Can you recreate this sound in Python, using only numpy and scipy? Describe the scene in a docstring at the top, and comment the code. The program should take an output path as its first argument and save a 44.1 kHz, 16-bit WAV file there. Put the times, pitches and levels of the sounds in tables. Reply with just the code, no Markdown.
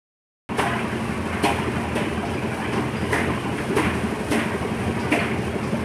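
"""A drum concrete mixer works on a building site, heard from the roof above it.
Its slow single-cylinder diesel thuds and rattles: strokes knock the block, gas puffs through the silencer.
Wet gravel churns in the steel drum and keeps it ringing. Now and then a load of stones drops onto
the drum wall and slides down; house walls echo the drum."""
import sys
import numpy as np
from scipy import signal
from scipy.fft import rfft, irfft, next_fast_len
from scipy.io import wavfile

SR = 44100
rng = np.random.default_rng(int(sys.argv[2]) if len(sys.argv) > 2 else 0)


def put_to_file(sound):
    """Save the sound as 16-bit audio at rate SR, in the file named by the first command-line argument."""
    columns = np.atleast_2d(sound).T  # one column per channel
    safe = np.clip(columns, -1, 1)
    whole_steps = np.round(safe * 32767)
    wavfile.write(sys.argv[1], SR, whole_steps.astype(np.int16))


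N = 257544
BURST = int(.8 * SR)  # samples in one impact or echo tail

# The loaded drum's booming shell and clanging wall. Each row: mode in Hz, width in Hz, level in dB.
SHELL_MODES = [(230, 20, -8), (305, 28, -0.5), (340, 33, -8), (420.6, 71, -3.5)]
WALL_MODES = [(590, 29, 7), (694, 26.5, 3), (802.4, 17, 6.5), (960, 91, 6.5), (1094, 30, 8.5),
              (1525, 130, 1), (1815, 52, -6.5), (2460, 41, -10.5)]
# Stones on stones and wet steel, and their sharp contact crack. Each row: frequency in Hz, level in dB.
STONE_SPECTRUM = [(300, -77), (700, 4.5), (1050, 5), (1300, -0.5), (1900, -1), (2600, -3), (3100, -6),
                  (3700, -15), (7000, -62), (15000, -81)]
CRACK_SPECTRUM = [(1500, -14.5), (3000, -2.5), (4200, -4), (5400, -3.5), (7200, -9.5), (9200, 0.5),
                  (11000, -7.5), (13000, -14), (15500, -50)]


def engine(firing_hz=11.8, sag_hz=.28, settle_s=2.3, puff_cycles=0.8,
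           gas_db=-32, rattle_db=-31, hiss_db=-56):
    """The diesel knocks, puffs gas through its silencer, rattles, and hisses twice a cycle."""
    # Silencer and engine housing. Each row: resonance in Hz, width in Hz, level in dB.
    exhaust_modes = [(73.4, 2.1, -25), (84.4, 1.1, 9), (123.9, 4, 5), (149.5, 6, -5), (170, 4, -9),
                     (193, 15, -9), (225.7, 11, -1.5), (300, 1.3, 0), (351.7, 11, -4), (380, 12.8, -0.5),
                     (426.3, 8, 2)]
    # Valve gear, belt and ring gear. Each row: frequency in Hz, level in dB.
    rattle_spectrum = [(25, -25), (45, -33), (75, 3.5), (160, -1), (420, -7), (500, -4.5), (720, -8),
                       (1100, -14), (2400, -14.5), (3700, -28.5), (9000, -40.5), (15000, -67)]
    t = np.arange(N) / SR
    cycles = np.cumsum(firing_hz + sag_hz * np.exp(-t / settle_s)) / SR  # slows under load, then settles
    strength = firing_strength(cycles.astype(int))
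    puff = strength * np.exp(-(cycles % 1) / puff_cycles)
    gas = unit(ring((puff + 0.26) * rng.standard_normal(N), exhaust_modes))
    rattle = unit(colour((1 + 0.29 * puff) * rng.standard_normal(N), rattle_spectrum))
    hiss_pulse = np.cos(2 * np.pi * (cycles - 0.15)) ** 2
    hiss = unit(colour(hiss_pulse * rng.standard_normal(N), CRACK_SPECTRUM))
    knock = block_knock(cycles, strength)
    return knock + amp(gas_db) * gas + amp(rattle_db) * rattle + amp(hiss_db) * hiss


def block_knock(cycles, strength, decay_cycles=0.079):
    """Each stroke of the cycle strikes the block and chatters briefly."""
    # Engine block and frame. Each row: mode in Hz, width in Hz, level in dB.
    block_modes = [(82.6, 13, -1), (131, 18, -3.5), (203.6, 32, 3.5), (233, 14.3, 4.5), (300, 50, -3),
                   (397, 44, 2.5)]
    # Blows of exhaust, combustion, piston slap and valve gear. Each row: place in the cycle from 0 to 1,
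    # level in dB, ring centre in Hz, ring spread in octaves, roughness from 0 to 1.
    strokes = [(.926, -41.5, 72, 0.23, .8), (.153, -33, 167, .12, .45), (.217, -40.5, 403, 0.27, 1),
               (.298, -37.5, 262, 0.2, .7), (.46, -39.5, 298, 0.62, 0.9), (.666, -40, 154, 0.52, .5),
               (.868, -43.5, 226, .47, 0.77)]
    out = np.zeros(N)
    for place, db, hz, octaves, roughness in strokes:
        phase = cycles + 1 - place
        hits = unit(np.diff(phase.astype(int), prepend=int(phase[0])) * strength)
        chatter = unit(strength * np.exp(-(phase % 1) / decay_cycles) * rng.standard_normal(N))
        out += amp(db) * unit(ring(hits + roughness * chatter, struck(block_modes, hz, octaves)))
    return out


def firing_strength(cycle, scatter_db=1.26):
    """Firings vary a little from cycle to cycle; a few hit harder and one falls weak."""
    # Firings that stand out. 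Each row: time in seconds, level change in dB.
    accents = [(1.02, 2.5), (2.45, 2), (2.53, -3.5), (3.04, 3.5), (3.2, 4.5), (3.29, 5), (3.71, 5),
               (4.89, 4.5), (4.98, 3.5), (5.74, 3.5)]
    db = scatter_db * rng.standard_normal(N)[cycle]
    for when, extra_db in accents:
        db += extra_db * (cycle == cycle[int(when * SR)])
    return amp(db)


def falls(boom_rise_s=0.00864, rise_s=0.018, shell_s=0.037, wall_s=0.04, scrape_lead_s=0.013):
    """A load scrapes loose and lands: the shell booms, the wall clangs, stones clash, gravel slides."""
    # Falling loads. Each row: start in seconds; shell level in dB; wall level in dB, centre in Hz,
    # spread in octaves; stone level in dB, centre in Hz, spread in octaves, decay in seconds;
    # crack level in dB; slide lag in seconds, level in dB, decay in seconds.
    loads = [(0.576, -23.5, -23.5, 750, 0.11, -21.5, 1710, 1.7, 0.046, -33.5, 0.076, -29.5, 0.11),
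             (1.430, -19, -19.5, 717, 0.15, -23, 2670, 0.5, 0.046, -31.5, 0.078, -34.5, 0.36),
             (1.949, -26.5, -25, 610, 0.26, -29.5, 2550, 1.4, 0.057, -39, 0.05, -33.5, 0.058),
             (2.715, -28.5, -45, 920, 0.52, -30.5, 1950, 2.2, 0.05, -46, 0.076, -52, .058),
             (3.118, -22.5, -26, 720, 0.27, -23, 1820, 0.47, 0.074, -34.5, 0.072, -31.5, 0.068),
             (3.758, -19, -27, 775, 0.85, -24, 1860, 1.1, 0.074, -34.5, 0.073, -28, 0.095),
             (4.306, -20.5, -25.5, 673, 0.23, -26.5, 2060, 0.74, 0.091, -32.5, 0.073, -25.5, 0.038),
             (5.110, -19, -22, 684, 0.18, -21.5, 2150, 0.58, 0.035, -35, .086, -26.5, 0.065)]
    out = np.zeros(N)
    # the bulk of the load lands as one lump, ahead of the loose stones
    thump = 0.55 * np.sqrt(SR * shell_s) * signal.unit_impulse(BURST, int(boom_rise_s * SR))
    for (start, shell_db, wall_db, wall_hz, wall_octaves, stones_db, stones_hz, stones_octaves, stones_s,
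         crack_db, lag_s, slide_db, slide_s) in loads:
        boom = blow(thump + surge(boom_rise_s, shell_s), SHELL_MODES)
        clang = blow(surge(rise_s, wall_s), struck(WALL_MODES, wall_hz, wall_octaves))
        stones = colour(surge(rise_s, stones_s), STONE_SPECTRUM, stones_hz, stones_octaves)
        crack = colour(surge(rise_s=0.03, decay_s=0.046), CRACK_SPECTRUM)
        add(out, start, amp(shell_db) * boom + amp(wall_db) * clang + amp(stones_db) * stones)
        add(out, start - scrape_lead_s, amp(crack_db) * crack)
        add(out, start + lag_s, amp(slide_db) * slide(slide_s))
    return out


def slide(decay_s, rise_s=0.018, centre_hz=1880, grit_db=-21, octaves=0.65):
    """Loose gravel rushes down the drum wall with a gritty edge."""
    grains = surge(rise_s, decay_s)
    rush = colour(grains, STONE_SPECTRUM, centre_hz, octaves)
    return rush + amp(grit_db) * colour(grains, CRACK_SPECTRUM)


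def churn(gravel_db=-34, fade_db_per_s=0.74, grit_db=-50.5, wall_db=-41, shell_db=-38,
          facing_db=3, facing_s=4, facing_width_s=0.58):
    """Gravel tumbles without pause, hissing and keeping the drum ringing as its clinking slowly fades."""
    t = np.arange(N) / SR
    # the gritty hiss lifts while the listener faces the drum
    facing = np.exp(-((t - facing_s) / facing_width_s) ** 2)
    tumble = waver(per_s=17, depth_db=1.5)
    flicker = waver(per_s=22, depth_db=2.2)
    gravel = tumble * unit(colour(pebbles() + patter(per_s=1000, spread_db=9), STONE_SPECTRUM))
    grit = colour(flicker * patter(per_s=3800, spread_db=2.5), CRACK_SPECTRUM)
    wall = ring(tumble * patter(per_s=880, spread_db=4), WALL_MODES)
    shell = ring(patter(per_s=120, spread_db=6.5), SHELL_MODES)
    return (amp(gravel_db - fade_db_per_s * t) * gravel + amp(grit_db + facing_db * facing) * grit
            + amp(wall_db) * wall + amp(shell_db) * shell)


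def pebbles(per_s=450, low_hz=500, high_hz=3300, decay_s=0.017, range_db=13.8):
    """Each pebble rings some patch of the steel for a moment, at its own pitch; rms 1."""
    out = np.zeros(N)
    age = np.arange(SR // 10) / SR
    for when, pitch, size in rng.random((int(per_s * N / SR), 3)):
        hz = low_hz + pitch * (high_hz - low_hz)
        clink = np.sin(2 * np.pi * hz * age) * np.exp(-age / decay_s)
        add(out, when * N / SR, amp(range_db * size) * clink)
    return unit(out)


def lumps(rise_s=0.0038, decay_s=0.01, octaves=0.18):
    """A lump of wet mix drops off a blade and thumps the shell."""
    # Lumps landing. Each row: start in seconds, level in dB, ring centre in Hz.
    thumps = [(2.058, -20.5, 340), (2.785, -22.5, 300), (3.592, -22.5, 410), (3.783, -16, 340),
              (4.343, -17, 230), (4.375, -20, 316), (4.645, -25, 370), (5.161, -26, 380)]
    out = np.zeros(N)
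    for start, db, hz in thumps:
        add(out, start, amp(db) * blow(surge(rise_s, decay_s), struck(SHELL_MODES, hz, octaves)))
    return out


def knocks(rise_s=0.0036, decay_s=0.015, octaves=0.12):
    """A big stone lands and chatters briefly on the wall."""
    # Single stones landing. Each row: start in seconds, level in dB, ring centre in Hz.
    landings = [(0.645, -23.5, 663), (0.725, -25, 720), (1.443, -21.5, 990), (1.485, -25, 960),
                (1.585, -25.5, 954), (1.845, -29, 780), (2.225, -28, 710), (3.295, -25, 960),
                (3.45, -25.5, 870), (5.19, -27, 680), (5.52, -28.5, 610), (5.735, -25, 610)]
    out = np.zeros(N)
    for start, db, hz in landings:
        add(out, start, amp(db) * blow(surge(rise_s, decay_s), struck(WALL_MODES, hz, octaves)))
    return out


def clashes(rise_s=.004, decay_s=0.018, octaves=0.18):
    """A big stone hits the others with a short, bright clack."""
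    # Stone-on-stone hits. Each row: start in seconds, level in dB, centre in Hz.
    clacks = [(0.585, -24, 900), (0.789, -30, 2390), (1.442, -26, 2530), (3.128, -21.5, 1930),
              (3.172, -27.5, 1890), (3.197, -26.5, 2050), (3.776, -27, 1030), (3.846, -27.5, 2260),
              (4.385, -32, 1860), (5.12, -20.5, 2200), (5.187, -23.5, 2340), (5.309, -31, 2260)]
    out = np.zeros(N)
    for start, db, hz in clacks:
        add(out, start, amp(db) * colour(surge(rise_s, decay_s), STONE_SPECTRUM, hz, octaves))
    return out


def trickles():
    """Between the loads, handfuls of gravel scrape down the wall."""
    # Small slides. Each row: start in seconds, level in dB, centre in Hz, decay in seconds.
    handfuls = [(1.315, -30.5, 1470, 0.11), (2.755, -32, 1100, 0.078), (2.943, -36, 1880, 0.088),
                (3.235, -36.5, 2400, 0.048), (3.324, -33, 1780, 0.014), (3.569, -29.5, 1710, 0.028),
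                (4.95, -36, 1350, 0.11), (5.559, -49, 1250, 0.4)]
    out = np.zeros(N)
    for start, db, hz, decay_s in handfuls:
        add(out, start, amp(db) * slide(decay_s, centre_hz=hz, grit_db=-18))
    return out


def squeaks(width_hz=90, rise_s=0.0049):
    """Dry friction excites one high mode of the steel, faintly."""
    # Stones on bare steel. Each row: start in seconds, pitch in Hz, level in dB, decay in seconds.
    scratches = [(1.436, 4260, -31, 0.0093), (2.33, 4880, -51, 0.05), (2.959, 4880, -48, 0.1),
                 (5.192, 4370, -40, 0.008)]
    out = np.zeros(N)
    for start, hz, db, decay_s in scratches:
        add(out, start, amp(db) * blow(surge(rise_s, decay_s), [(hz, width_hz, 0)]))
    return out


def scrapes(rise_s=0.017, centre_hz=5000, octaves=0.43):
    """Grit hisses briefly as it is dragged along the drum."""
    # Grit on bare steel. Each row: start in seconds, level in dB, decay in seconds.
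    drags = [(2.24, -48, 0.067), (2.72, -45, 0.052), (4.985, -45.5, .06), (5.37, -50, 0.033),
             (5.62, -47, 0.072)]
    out = np.zeros(N)
    for start, db, decay_s in drags:
        add(out, start, amp(db) * colour(surge(rise_s, decay_s), CRACK_SPECTRUM, centre_hz, octaves))
    return out


def yard(x, t60_s=0.54, wet_db=-8, gap_s=.018):
    """The walls around the site add scattered echoes."""
    t = np.arange(BURST) / SR
    echoes = rng.standard_normal(BURST) * amp(-60 * t / t60_s) * (t > gap_s)
    return x + amp(wet_db) * signal.fftconvolve(x, echoes / np.linalg.norm(echoes))[:N]


def patter(per_s, spread_db, size=N):
    """Random tiny impacts of uneven strength, rms 1."""
    strength = amp(spread_db * np.clip(rng.standard_normal(size), -2, 2))
    hits = rng.random(size) < per_s / SR
    return unit(hits * strength * np.sign(rng.standard_normal(size)))


def surge(rise_s, decay_s):
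    """A pile of impacts builds up, then dies away."""
    age = np.arange(BURST) / SR
    attack = np.sin(np.minimum(age / rise_s, 1) * np.pi / 2) ** 2
    decay = np.exp(-np.maximum(age - rise_s, 0) / decay_s)
    return attack * decay * patter(per_s=5000, spread_db=1.5, size=BURST)


def waver(per_s, depth_db):
    """A gain that wanders at random, about per_s times a second."""
    knots = np.arange(N) / SR * per_s
    return amp(depth_db * np.interp(knots, np.arange(N), rng.standard_normal(N)))


def blow(drive, modes):
    """The modes ring with all the energy that the blow brings."""
    sound = ring(drive, modes)
    return sound * np.linalg.norm(drive) / np.linalg.norm(sound)


def struck(modes, centre_hz, octaves):
    """Where a blow lands decides which modes ring most."""
    return [(f, width, db + 20 * np.log10(focus(f, centre_hz, octaves))) for f, width, db in modes]


def ring(x, modes):
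    """Drive damped resonances with x; little radiates outside their range."""
    low_hz, high_hz = 0.24 * modes[0][0], 1.14 * modes[-1][0]
    def response(hz):
        """Sum of the modes between steep edges."""
        edges = np.sqrt((1 + (low_hz / hz) ** 8) * (1 + (hz / high_hz) ** 8))
        # neighbouring modes swing against each other, so a blow swells rather than clicks
        return sum((-1) ** k * amp(db) / (1 + 1j * (hz / f - f / hz) * f / width)
                   for k, (f, width, db) in enumerate(modes)) / edges
    return shape(x, response)


def colour(x, points, centre_hz=1000, octaves=np.inf):
    """Give x a broad spectrum of (Hz, dB) points, gathered around a centre if asked."""
    f, db = np.transpose(points)
    return shape(x, lambda hz: amp(np.interp(np.log(hz), np.log(f), db)) * focus(hz, centre_hz, octaves))


def shape(x, response):
    """Filter by a function of frequency, keeping the power of a white input."""
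    size = next_fast_len(len(x) + SR // 2, True)
    hz = np.maximum(np.arange(size // 2 + 1) * SR / size, 1)
    return irfft(rfft(x, size) * unit(response(hz)), size)[:len(x)]


def focus(hz, centre_hz, octaves):
    """A bell of gain around centre_hz."""
    return 1 / (1 + (np.log2(hz / centre_hz) / octaves) ** 2)


def add(out, start, burst):
    """Mix a burst in at its start in seconds."""
    part = out[int(start * SR):][:len(burst)]
    part += burst[:len(part)]


def amp(db):
    """Decibels to gain."""
    return 10 ** (np.asarray(db) / 20)


def unit(x):
    """Scale to rms 1."""
    return x / np.sqrt(np.mean(np.abs(x) ** 2))


def scene():
    """The engine, and the open drum sounding into the yard."""
    diesel = engine()
    drum = churn() + falls() + lumps() + trickles() + knocks() + clashes() + squeaks() + scrapes()
    return (diesel + yard(drum))[None]


def record(dry, start_s=0.49, fade_from_db=-3, fade_s=0.11, top_hz=14600):
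    """The sound cuts in after a short silence and quickly reaches full level; the top treble is cut."""
    age = np.arange(N) / SR - start_s
    fade_in = amp(fade_from_db * (1 - np.clip(age / fade_s, 0, 1) ** 2))
    lowpass = signal.ellip(8, .2, 70, top_hz, fs=SR, output="sos")
    return signal.sosfilt(lowpass, dry * (age >= 0) * fade_in)


dry = scene()
out = record(dry)
put_to_file(out)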